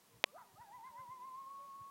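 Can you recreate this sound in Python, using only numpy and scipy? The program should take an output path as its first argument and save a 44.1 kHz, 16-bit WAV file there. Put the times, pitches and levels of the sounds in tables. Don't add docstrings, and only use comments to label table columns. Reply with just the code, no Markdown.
import sys
import numpy as np
from scipy import signal
from scipy.fft import rfft, irfft
from scipy.io import wavfile
from scipy.ndimage import uniform_filter1d

SR = 44100
rng = np.random.default_rng(int(sys.argv[2]) if len(sys.argv) > 2 else 0)


def wav_record(signal):
    frames = np.transpose(np.atleast_2d(signal))
    bounded = np.clip(frames, -1, 1)
    quanta = np.round(bounded * 32767).astype(np.int16)
    wavfile.write(sys.argv[1], SR, quanta)


N = 83790
T = np.arange(N) / SR


def from_db(db):
    return 10 ** (np.asarray(db) / 20)


def rms_one(x):
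    return x / np.sqrt(np.mean(x ** 2) + 1e-20)


def in_time(rows):
    time_s, *columns = np.transpose(rows)
    return [np.interp(T, time_s, column) for column in columns]


def drift(rate_hz):
    pole = np.exp(-2 * np.pi * rate_hz / SR)
    white = rng.standard_normal(2 * N)
    wander = signal.lfilter([1], [1, -2 * pole, pole * pole], white)
    return rms_one(wander[N:])


def band_noise(low_hz, high_hz):
    edges = np.sort(np.clip([low_hz, high_hz], 10, SR / 2 - 10))
    band = signal.butter(2, edges, "band", fs=SR, output="sos")
    return rms_one(signal.sosfilt(band, rng.standard_normal(2 * N))[N:])


def tone(pitch_hz):
    return np.sqrt(2) * np.sin(2 * np.pi * np.cumsum(pitch_hz) / SR)


def swell(centre_s, half_s):
    return np.exp(-((T - centre_s) / half_s) ** 2)


# frequency_hz, relative_level_db
HISS_SPECTRUM = [(30, -6), (60, -4), (120, 2.5), (180, 9), (300, 5), (450, 3.5), (700, 2.5), (1000, 3.5),
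                 (1500, -1.5), (2200, -2.5), (4000, -3.5), (8000, -5), (14000, -6), (16000, -5.5)]
HISS_DB = -68.5


def hiss():
    frequency_hz, level_db = np.transpose(HISS_SPECTRUM)
    bins_hz = np.arange(N // 2 + 1) * SR / N
    colour = from_db(np.interp(np.log(bins_hz + 1), np.log(frequency_hz), level_db))
    return from_db(HISS_DB) * rms_one(irfft(rfft(rng.standard_normal(N)) * colour, N))


# start_s, length_s, first_pitch_hz, last_pitch_hz, level_db, octave_db (second harmonic over the first)
FAR_CALLS = [(0.086, 0.13, 465, 472, -75, -14), (.11, .07, 1073, 908, -75, -10),
             (0.259, 0.058, 550, 612, -73.5, 3.5), (0.361, 0.028, 595, 651, -78, 17),
             (.405, .06, 1400, 1180, -72, -25), (0.436, 0.093, 1010, 908, -71.5, -12.5),
             (0.451, .12, 410, 358.5, -76.5, 1.5), (.555, .028, 590, 660, -71.5, 6),
             (0.577, 0.19, 691, 665, -75.5, -25), (0.644, 0.056, 880, 793, -67, -9),
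             (0.683, 0.044, 795, 847, -63, -21), (.772, .05, 785, 825, -64, -22),
             (0.91, 0.17, 600, 516.6, -68.5, -24), (1.042, 0.39, 512, 521, -82.5, -36),
             (1.086, .17, 352.5, 367, -78, -20), (1.394, 0.2, 540, 539, -75.5, -9),
             (1.585, .09, 570, 566, -65, -40)]
FAR_JITTER = 0.0057


def far_howls():
    out = np.zeros(N)
    for start_s, length_s, first_hz, last_hz, level_db, octave_db in FAR_CALLS:
        along = np.clip((T - start_s) / length_s, 0, 1)
        pitch_hz = first_hz + (last_hz - first_hz) * along
        pitch_hz = pitch_hz * (1 + FAR_JITTER * drift(23))
        envelope = np.sqrt(np.abs(np.sin(np.pi * along)))
        voice = tone(pitch_hz) + from_db(octave_db) * tone(2 * pitch_hz)
        out += from_db(level_db) * envelope * voice
    return out


# delay_s, level_db (relative to the direct call)
CALL_ECHOES = [(.031, -24), (.058, -22), (.097, -28)]
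SCATTER_DB, SCATTER_T60_S = -25, .6
SCATTER_LOW_HZ, SCATTER_HIGH_HZ = 230, 2060


def outdoors(calls):
    echoes = sum(from_db(level_db) * np.interp(T - delay_s, T, calls, left=0)
                 for delay_s, level_db in CALL_ECHOES)
    response = band_noise(SCATTER_LOW_HZ, SCATTER_HIGH_HZ) * from_db(-60 * T / SCATTER_T60_S)
    response = response / np.linalg.norm(response)
    scatter = signal.fftconvolve(calls, response)[:N]
    return calls + echoes + from_db(SCATTER_DB) * scatter


# centre_s, half_length_s, level_db
HANDLING_BUMPS = [(0.17, 0.041, -67), (0.399, .025, -77), (.545, 0.016, -69), (0.601, 0.014, -65),
                  (0.763, 0.035, -75.5), (0.904, 0.017, -73), (1, 0.0091, -65.5), (1.093, 0.013, -64.5),
                  (1.363, 0.015, -74.5), (1.815, 0.018, -64.5)]
BUMP_LOW_HZ, BUMP_HIGH_HZ = 74, 155


def bumps():
    envelope = sum(from_db(level_db) * swell(centre_s, half_s)
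                   for centre_s, half_s, level_db in HANDLING_BUMPS)
    return envelope * band_noise(BUMP_LOW_HZ, BUMP_HIGH_HZ)


# frequency_hz, relative_level_db, t60_s
CLICK_RINGS = [(595, -17.8, .006), (1033, -32, .012), (2023, -22, .007), (2465, -12, .0047),
               (3215, -11.2, .0034), (4900, -31, .0024), (9582, -26, .005), (10770, -32, .0026),
               (11623, -20, .0027)]
CLICK_S, CLICK_GAIN_DB = .24078, .3
CLICK_LOW_HZ, CLICK_SOFT_HZ, CLICK_TOP_HZ = 368, 2557, 14500
FIZZ_DB, FIZZ_T60_S = -49, .012


def click():
    rings = sum(from_db(level_db - 60 * T / t60_s) * np.cos(2 * np.pi * frequency_hz * T)
                for frequency_hz, level_db, t60_s in CLICK_RINGS)
    contact = signal.butter(1, [CLICK_LOW_HZ, CLICK_SOFT_HZ], "band", fs=SR, output="sos")
    top = signal.butter(6, CLICK_TOP_HZ, fs=SR, output="sos")
    filtered_rings = signal.sosfilt(np.vstack([contact, top]), rings + 1e-18)
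    fizz = from_db(FIZZ_DB - 60 * T / FIZZ_T60_S) * band_noise(1700, 10000)
    tick = from_db(CLICK_GAIN_DB) * filtered_rings + fizz
    return np.concatenate([np.zeros(round(CLICK_S * SR)), tick])[:N]


# time_s, pitch_hz, level_db, roughness (0-1)
YIP_CURVE = [(.30, 449.4, -115, 0.06), (.328, 481, -69, 0.1), (.34, 544, -60, 0.14),
             (.368, 744, -52.5, 0.2), (.376, 800, -71, 0.85), (.383, 951, -54.5, 0.7),
             (.398, 1009, -59.5, 0.71), (.418, 964, -56, .3), (.434, 825, -64.5, .3), (.455, 680, -76, .3),
             (.49, 690, -125, 0)]
YIP_JITTER, YIP_OCTAVE_DB = 0.048, -18
RASP_DB, RASP_HZ, RASP_WIDTH_HZ = -1.5, 1237, 250
GRIT_DB = -7.5


def yip():
    pitch_hz, level_db, rough = in_time(YIP_CURVE)
    pitch_hz = pitch_hz * (1 + YIP_JITTER * rough * drift(150))
    voice = tone(pitch_hz) + from_db(YIP_OCTAVE_DB) * tone(2 * pitch_hz)
    rasp_noise = band_noise(RASP_HZ - RASP_WIDTH_HZ / 2, RASP_HZ + RASP_WIDTH_HZ / 2)
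    rasp = from_db(RASP_DB) * rough * rasp_noise
    grit = from_db(GRIT_DB) * rough * band_noise(1300, 1560)
    return from_db(level_db) * (voice + rasp + grit)


# time_s, pitch_hz
HOWL_MIDDLE_PITCH = [(.56, 760), (.62, 890), (.70, 853), (.76, 943.4), (.87, 987.6), (.92, 969), (1.0, 992),
                     (1.14, 1013), (1.27, 1032), (1.4, 1069), (1.53, 1099), (1.63, 1109), (1.7, 1096),
                     (1.9, 1108)]
# time_s, level_db
HOWL_LOUDNESS = [(.555, -98), (.58, -61), (.615, -56), (.68, -63), (.725, -56.5), (.85, -53.5), (.895, -55),
                 (.92, -60.5), (.965, -50.5), (1.02, -53.5), (1.04, -55.5), (1.1, -49.5), (1.15, -52.5),
                 (1.175, -57), (1.22, -48.5), (1.3, -53), (1.36, -49.5), (1.42, -50.5), (1.58, -52),
                 (1.66, -55), (1.75, -52.5), (1.9, -56)]
# centre_s, level_db
VOICE_CRACKS = [(.622, -69), (.877, -70.5), (.995, -68.5)]
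WARBLE_RATE_HZ, WARBLE_CREST_S = 7.72, .619
WARBLE_SWING_HZ, WARBLE_FADE_S = 76, .66
CREST_DB = 2
HOWL_JITTER, HOWL_SHIMMER_DB = .008, 1.2
OCTAVE_DB, OCTAVE_CREST_DB, OCTAVE_SETTLED_DB = -18, 7, -27.5
OCTAVE_LEAD_S = 0.015
MOUTH_HZ, MOUTH_WIDTH_HZ = 2050, 280
CRACK_HALF_S, CRACK_PITCH_RATIO, CRACK_JITTER = 0.016, 1.5, 0.054


def howl():
    (middle_hz,), (level_db,) = in_time(HOWL_MIDDLE_PITCH), in_time(HOWL_LOUDNESS)
    unrest = swell(WARBLE_CREST_S, WARBLE_FADE_S)
    warble = unrest * np.cos(2 * np.pi * WARBLE_RATE_HZ * (T - WARBLE_CREST_S))
    pitch_hz = middle_hz + WARBLE_SWING_HZ * warble
    pitch_hz = pitch_hz * (1 + HOWL_JITTER * np.sqrt(unrest) * drift(54))
    shimmer_db = HOWL_SHIMMER_DB * np.sqrt(unrest) * drift(31)
    level = from_db(level_db + CREST_DB * warble + shimmer_db)

    mouth = 1 / np.hypot(1, 2 * (2 * pitch_hz - MOUTH_HZ) / MOUTH_WIDTH_HZ)
    opening = unrest * np.cos(2 * np.pi * WARBLE_RATE_HZ * (T + OCTAVE_LEAD_S - WARBLE_CREST_S))
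    settled_db = OCTAVE_SETTLED_DB * (1 - unrest) ** 2
    octave = mouth * from_db(OCTAVE_DB + OCTAVE_CREST_DB * opening + settled_db)
    voice = level * (tone(pitch_hz) + octave * tone(2 * pitch_hz))

    crack_level = sum(from_db(crack_db) * swell(centre_s, CRACK_HALF_S)
                      for centre_s, crack_db in VOICE_CRACKS)
    crack_hz = CRACK_PITCH_RATIO * pitch_hz * (1 + CRACK_JITTER * drift(145))
    return voice + crack_level * tone(crack_hz)


DROPOUT_S, DROPOUT_HALF_S, DROPOUT_DB = .2455, .0105, -25


def scene():
    inside = 1.0 * (np.abs(T - DROPOUT_S) < DROPOUT_HALF_S)
    dropout = from_db(DROPOUT_DB * uniform_filter1d(inside, size=130))
    calls = outdoors(far_howls() + yip() + howl())
    background = hiss() + calls + bumps()
    return (dropout * background + click())[None]


def record(dry):
    top_cut = signal.ellip(10, .1, 70, 16000, fs=SR, output="sos")
    return signal.sosfilt(top_cut, dry)


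dry = scene()
out = record(dry)
wav_record(out)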